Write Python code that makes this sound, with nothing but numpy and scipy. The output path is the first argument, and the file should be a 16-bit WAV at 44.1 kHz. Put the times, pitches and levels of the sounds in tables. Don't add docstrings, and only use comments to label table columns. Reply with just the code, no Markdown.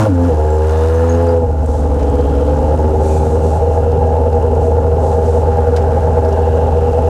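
import sys
import numpy as np
from scipy import signal
from scipy.fft import rfft, irfft, next_fast_len
from scipy.io import wavfile
from scipy.ndimage import uniform_filter1d

SR = 44100
rng = np.random.default_rng(int(sys.argv[2]) if len(sys.argv) > 2 else 0)


def master(y):
    cut = np.clip(np.atleast_2d(y).T, -1, 1)
    pcm = np.round(cut * 32767)
    wavfile.write(sys.argv[1], SR, pcm.astype(np.int16))


def ratio(d):
    e = np.asarray(d, float) / 20
    return 10 ** e


N = 312669


def rms_one(x):
    return x / np.sqrt(np.mean(x ** 2) + 1e-20)


def in_time(rows):
    s, *columns = np.transpose(rows)
    return [np.interp(np.arange(N) / SR, s, c) for c in columns]


def evened(x, seconds=0.11):
    return x / np.sqrt(uniform_filter1d(x ** 2, int(seconds * SR)) + 1e-12)


def resonance(x, hz, width_hz):
    r = np.exp(-np.pi * width_hz / SR)
    zeros = np.array([1, 0, -1]) * (1 - r * r) / 2
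    poles = [1, -2 * r * np.cos(2 * np.pi * hz / SR), r * r]
    return signal.lfilter(zeros, poles, x + 1e-18)


def coloured_noise(points):
    size = next_fast_len(N)
    hz, level_db = np.transpose(points)
    bins_hz = np.arange(1, size // 2 + 2) * SR / size
    shape = ratio(np.interp(np.log(bins_hz), np.log(hz), level_db, left=-120))
    return rms_one(irfft(rfft(rng.standard_normal(size)) * shape, size)[:N])


def wander(rate):
    return np.interp(np.arange(N) / SR * rate, np.arange(200), rng.standard_normal(200))


def per_firing(turns, values):
    return np.interp(turns, np.arange(len(values)), values)


def strokes(rows, attack_s, release_s):
    t = np.arange(N) / SR
    gain = 0
    for s, hold, db in rows:
        swell = (t - s) / attack_s
        fade = 1 + (s + attack_s + hold - t) / release_s
        gain = gain + ratio(db) * np.clip(np.minimum(swell, fade), 0, 1) ** 2
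    return gain


# (time [s], load [0-1])
CLUTCH_LOAD = [(0, .85), (.29, .85), (.33, .62), (.38, .86), (1.4, .86), (1.47, .08), (2.1, .6), (2.5, .7),
               (2.75, .48), (3.45, .45), (3.75, .12), (7.09, .08)]
GRIP_FROM, GRIP_FULL = .7, .88


def grip():
    load, = in_time(CLUTCH_LOAD)
    return np.clip((load - GRIP_FROM) / (GRIP_FULL - GRIP_FROM), 0, 1)


def unevenness():
    free, gripped = .95, .22
    return free + (gripped - free) * grip()


# (time [s], level [dB])
GAS_FLOW = [(0, 16), (.04, 14.5), (.11, 2), (.18, 2.5), (.24, 7), (.34, 4), (.58, 4), (.7, 7.5),
            (1.29, 6.5), (1.42, 0), (1.9, 3.5), (2.5, 5), (3.2, 1.3), (4.7, 0.3), (5.3, 2.5), (7.09, 2.5)]
# (time [s], length [s], level [dB])
PIPE_BARKS = [
    (0.032, 0.035, -3),
    (0.067, 0.04, 10),
    (0.118, 0.087, -9),
    (0.258, 0.044, -1),
    (0.317, 0.043, 6),
    (0.342, 0.049, -8),
    (1.363, 0.21, 3),
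]
THUMP_DB, LOW_DB, HIGH_DB, HISS_DB = -12.5, -25, -15, -39.5
CLUTCH_S, DROP_S, RECOVER_S = 1.366, 0.16, 0.38
OVERRUN_END_S = 0.334


def levels(rate):
    t = np.arange(N) / SR
    (flow_db,), (load,), held = in_time(GAS_FLOW), in_time(CLUTCH_LOAD), grip()
    recovery = np.exp(-np.maximum(t - CLUTCH_S - DROP_S, 0) / RECOVER_S)
    drop = np.clip((t - CLUTCH_S) / DROP_S, 0, 1) * recovery
    bark_db = sum(db * np.exp(-(2 * (t - s) / length) ** 2) for s, length, db in PIPE_BARKS)
    loud_db = np.maximum(bark_db, 0)
    boom_db = 1.0 * np.minimum(rate - 86, 0.67) * np.sqrt(held)
    overrun = np.clip((OVERRUN_END_S - t) / 0.018, 0, 1)
    thump_db = THUMP_DB + .9 * held - 1 * drop - .5 * loud_db
    low_db = LOW_DB + 8 * load + boom_db + 2 * overrun - 3 * drop - 1.1 * loud_db
    high_db = HIGH_DB - 9.5 * drop + bark_db - 2.5 * overrun
    hiss_db = HISS_DB + flow_db - 4 * drop
    return thump_db, low_db, high_db, hiss_db


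FIRING_STRENGTH = [0.1, 1.0, -1.6, -1.5, -.4, 1.2, .2, -2.8]
FIRING_RING = [2, 2.5, -5, -3, .5, 1.5, -.5, -2.5]
FIRING_EARLY = [-.04, -.055, .09, .12, -.015, -.055, -.06, .02]


def firings(rate, uneven):
    chance = rng.standard_normal((700, 2))
    chance -= uniform_filter1d(chance, size=7, axis=0)
    even_turns = np.cumsum(rate) / SR + .44
    burn_db = np.resize(FIRING_STRENGTH, 700) + 1.02 * chance[:, 0]
    strength_db = uneven * per_firing(even_turns, burn_db)
    blow_db = np.resize(FIRING_RING, 700) + 1.2 * chance[:, 0]
    ring_db = uneven * per_firing(even_turns + 1, blow_db)
    early = uneven * per_firing(even_turns, np.resize(FIRING_EARLY, 700))
    jitter = uneven * per_firing(even_turns, 0.03 * chance[:, 1])
    turns = np.maximum.accumulate(even_turns + jitter + 0.32 * early)
    return even_turns, turns, early, strength_db, ring_db


def firing_thump(turns, early, strength_db):
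    return evened(ratio(strength_db) * np.sin(2 * np.pi * (turns + .75 * early + .18)))


def pipe(turns, uneven, strength_db, modes, own_db, turbulence):
    at = np.flatnonzero(np.diff(np.floor(turns))) + 1
    puff = np.exp(-3.0 * (turns % 1)) * ratio(strength_db) * (0.94 + .5 * uneven)
    chance = rng.standard_normal((700, len(modes)))
    chance = uniform_filter1d(chance, size=2, axis=0)[:len(at)]
    out = np.zeros(N)
    for k, (hz, width_hz, level_db) in enumerate(modes):
        blows = turbulence * puff * rng.standard_normal(N)
        blows[at] += ratio(strength_db[at] + own_db * uneven[at] * chance[:, k])
        ringing = resonance(resonance(blows, hz, width_hz), hz, 2.5 * width_hz)
        out += (-1) ** k * ratio(level_db) * ringing / width_hz ** .75
    return evened(out)


# (delay [s], level [dB])
WALL_ECHOES = [
    (.021, -38),
    (.037, -32.5),
    (0.057, -9.5),
]


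def street(x):
    out = x.copy()
    for delay, level_db in WALL_ECHOES:
        lag = int(delay * SR)
        out[lag:] += ratio(level_db) * x[:-lag]
    return ratio(0.22) * out


def clean_tone(turns, rate, multiples, modes):
    out = np.zeros(N)
    for k, phase in zip(multiples, rng.random(len(multiples))):
        power = 0
        for hz, width_hz, level_db in modes:
            power = power + ratio(2 * level_db) / (1 + (2 * (k * rate - hz) / width_hz) ** 2) ** 2
        out += np.sqrt(power) * ratio(.8 * wander(9.0)) * np.sin(2 * np.pi * (k * turns + phase))
    return evened(out, 0.15)


# (frequency [Hz], width [Hz], level [dB])
VALVE_GEAR = [(1213, 140, 4), (1393, 90, 6.5), (1641, 38, -2), (2780, 380, -7.5), (4030, 79, -23),
              (5140, 350, -20.5), (6500, 1600, -6.5), (9000, 900, -12), (11400, 1700, -30)]


def clatter(turns):
    sizes = ratio(2.0 * np.minimum(rng.exponential(1, N), 3)) * rng.choice([-1, 1], N)
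    born = rng.random(N) < 4000 * np.exp(-3.0 * (turns % 1)) / SR
    dealt = rng.integers(0, len(VALVE_GEAR), N)
    out = np.zeros(N)
    for k, (hz, width_hz, level_db) in enumerate(VALVE_GEAR):
        patches = ratio(2.2 * wander(2.5))
        ringing = resonance(sizes * born * (dealt == k), hz, width_hz)
        out += ratio(level_db) * patches * rms_one(ringing)
    return rms_one(out)


# (time [s], firing rate [1/s])
ENGINE_SPEED = [(0, 108), (.065, 107), (.13, 89), (.17, 86.5), (.28, 87), (.34, 75.6), (.6, 77.3),
                (1.22, 85), (1.42, 83), (1.52, 75.5), (1.75, 74.5), (2.05, 70.8), (2.35, 70.3),
                (2.62, 74.5), (2.87, 77.2), (3.35, 78.5), (3.8, 79.5), (7.09, 79.95)]
# (frequency [Hz], width [Hz], level [dB])
LOW_PIPE_MODES = [(150, 45, -6), (244, 24, 0), (300, 45, -7)]
HIGH_PIPE_MODES = [(400, 26, -10), (476, 34, 0), (530, 34, -8), (590, 40, -14), (648, 26, -9),
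                   (730, 50, -14), (812, 30, -7), (862, 34, -10), (960, 120, -19)]
# (frequency [Hz], width [Hz], level [dB])
LOADED_LOW_MODES = [(148, 34, -7), (240, 60, -7), (268, 24, 2), (290, 28, 1), (322, 16, -7), (336, 16, -8)]
LOADED_HIGH_MODES = [(352, 16, -12), (386, 16, -5), (425, 18, -2), (460, 40, -3), (490, 55, 0),
                     (540, 50, -12), (570, 20, -15), (636, 16, -12), (684, 16, -11), (730, 100, -25),
                     (840, 45, -11), (905, 40, -15)]
# (frequency [Hz], level [dB/Hz])
HISS_SPECTRUM = [(590, 2.5), (1000, 0), (1130, -5), (1600, -11.5), (2280, -24), (2770, -19), (3370, -26.5),
                 (4000, -25), (4440, -27.5), (5210, -25.5), (6780, -28.5), (7520, -28), (15500, -42.5)]


def engine():
    rate, = in_time(ENGINE_SPEED)
    thump_db, low_db, high_db, hiss_db = levels(rate)
    uneven = unevenness()
    clean, = in_time(CLUTCH_LOAD)
    even_turns, turns, early, strength_db, ring_db = firings(rate, uneven)
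    thump = firing_thump(turns, early, strength_db)

    low = pipe(turns, uneven, .5 * ring_db, LOW_PIPE_MODES, own_db=4.5, turbulence=.13)
    high = pipe(turns, uneven, ring_db, HIGH_PIPE_MODES, own_db=2.5, turbulence=0.074)
    rough = street(ratio(low_db) * low + ratio(high_db) * high)
    tone = ratio(low_db) * clean_tone(even_turns, rate, range(2, 5), LOADED_LOW_MODES)
    tone += ratio(high_db) * clean_tone(even_turns, rate, range(5, 13), LOADED_HIGH_MODES)
    tone *= ratio(.9 * ring_db)
    exhaust = np.sqrt(1 - clean) * rough + np.sqrt(clean) * tone

    gate = evened((4.4 + np.exp(-4.0 * (turns % 1))) * ratio(0.34 * ring_db))
    hiss = gate * coloured_noise(HISS_SPECTRUM) + ratio(-7.5) * clatter(turns)
    return ratio(thump_db) * thump + exhaust + ratio(hiss_db + 4) * hiss + loose_parts(gate)


def frame_rumble():
    rumble = coloured_noise([(8, -15), (25, -1), (40, -5.0), (55, 7.0), (115, 4.5), (150, 5.5),
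                             (220, -20.5), (400, -55)])
    shaking = 0.18 + 1.62 * unevenness()
    return ratio(-29.5) * shaking * rumble


# (frequency [Hz], level [dB/Hz])
RUB_SPECTRUM = [(2000, -35), (3500, -8.5), (5300, -10.5), (5900, -5), (8000, -5.5), (10000, -12.5),
                (13500, -25), (15500, -24)]
# (time [s], hold [s], level [dB])
PAD_BITES = [
    (1.62, 0.1, -49),
    (2.97, 0.13, -42),
    (3.17, 0.1, -47.5),
    (3.36, 0.12, -46),
    (3.66, 0.008, -50),
    (4.55, 0.027, -51),
    (4.96, 0.094, -47.5),
    (5.17, 0.14, -49),
]


def brake_rub():
    drag = ratio(-57)
    return (drag + strokes(PAD_BITES, attack_s=0.08, release_s=0.11)) * coloured_noise(RUB_SPECTRUM)


# (time of peak [s], pitch [Hz], glide [Hz/s], level [dB], rise [dB/s])
BRAKE_SQUEALS = [
    (.535, 7500, 2000, -45, 90),
    (.965, 6200, 0, -46, 250),
    (1.1, 6540, -300, -29.5, 800),
    (1.287, 4860, 0, -43, 800),
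]


def brake_squeal():
    t = np.arange(N) / SR
    slow = signal.butter(2, 120, fs=SR, output="sos")
    hoarse = rms_one(signal.sosfilt(slow, rng.standard_normal(N)))
    chop = (1 + 0.7 * np.sin(2 * np.pi * 42 * t)) * (1 + .8 * hoarse)
    out = np.zeros(N)
    for s, hz, glide, db, rise in BRAKE_SQUEALS:
        age = t - s
        fall_db = 350 * age
        level_db = db - np.where(age < 0, (rise * age) ** 2 / 20 - rise * age, fall_db)
        out += chop * ratio(level_db) * np.sin(2 * np.pi * (hz * age + glide * age ** 2 / 2))
    return out


# (time [s], hold [s], level [dB], pitch
# [Hz])
BUZZING_PARTS = [
    (0.658, 0.15, -49.5, 3570),
    (1.95, .5, -51, 3130),
    (.66, 0.49, -42, 1700),
    (3.02, 0.13, -49, 2430),
    (3.301, 1.3, -54.5, 2720),
    (5.45, 1.1, -43.5, 1580),
    (6.28, 1.2, -49.5, 2720),
]


def loose_parts(gate):
    white = rng.standard_normal(N)
    out = np.zeros(N)
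    for s, hold, db, hz in BUZZING_PARTS:
        swell = strokes([(s, hold, db)], attack_s=0.041, release_s=.2)
        out += swell * rms_one(resonance(white, hz, .08 * hz))
    return gate ** 1.2 * out


def burst(s, level_db, t60, noise):
    age = np.arange(N) / SR - s
    return ratio(level_db - 60 * np.clip(age, 0, 1) / t60) * (age >= 0) * noise


# (time [s], peak level [dB], pitch [Hz])
BRIGHT_TICKS = [
    (1.6211, -36, 7930),
    (1.6605, -33, 7850),
    (2.1543, -30, 7480),
    (2.2097, -38, 7280),
    (2.2247, -42, 7550),
    (2.2676, -46, 8780),
    (2.3808, -42, 7770),
    (2.4367, -40, 8100),
]
# (time [s], peak level [dB], pitch [Hz])
METAL_TICKS = [(1.6605, -28, 7850), (1.9433, -32, 8270), (1.9927, -26.5, 3730), (2.0725, -34, 5810),
               (2.098, -26, 7390), (2.1533, -29, 5130), (2.2097, -26, 3890), (3.917, -26, 4080),
               (4.1663, -31, 3710), (4.3289, -27.5, 5260), (5.5706, -26, 6030), (5.763, -13.5, 3950),
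               (5.8225, -36, 3940), (6.024, -34, 5030), (6.25, -24, 5100), (6.2884, -26, 5330),
               (6.3264, -24, 5300), (6.5738, -32, 5280), (6.6726, -39, 4080), (6.7738, -39, 4100),
               (6.929, -30, 4100)]


def metal_ticks():
    white = rng.standard_normal(N)
    out = np.zeros(N)
    for rows, t60_s in ((METAL_TICKS, .03), (BRIGHT_TICKS, .015)):
        for s, db, hz in rows:
            out += burst(s, db - 12.5, t60_s, rms_one(resonance(white, hz, 1500)))
    return out


# (time [s], peak level [dB], t60 [s])
LEVER_KNOCKS = [
    (1.995, -27, 0.061),
    (2.008, -30, .03),
    (2.03, -20, .03),
    (2.075, -34, .03),
    (5.7666, -15.5, 0.089),
    (5.8242, -23.5, 0.042),
    (6.324, -36, 0.044),
    (6.36, -27, .04),
]


def lever_knocks():
    broad = coloured_noise([(900, 4), (1800, 3), (4000, -8.5), (5500, -4.0), (8000, -9), (15000, -39)])
    return sum(burst(s, db - 12, t60, broad) for s, db, t60 in LEVER_KNOCKS)


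def scene():
    machine = engine() + frame_rumble()
    brakes = brake_rub() + brake_squeal()
    small_metal = metal_ticks() + lever_knocks()
    return (machine + brakes + small_metal)[None]


def low_pass(x):
    return signal.sosfilt(signal.butter(12, 15620, fs=SR, output="sos"), x)


def record(dry):
    rounded = 1.337 * np.tanh(dry / 1.456)
    dulled = signal.sosfilt(signal.butter(4, 14800, fs=SR, output="sos"), rounded)
    dulled *= np.clip((N - np.arange(N)) / (.004 * SR), 0, 1)
    return low_pass(dulled)


dry = scene()
out = record(dry)
master(out)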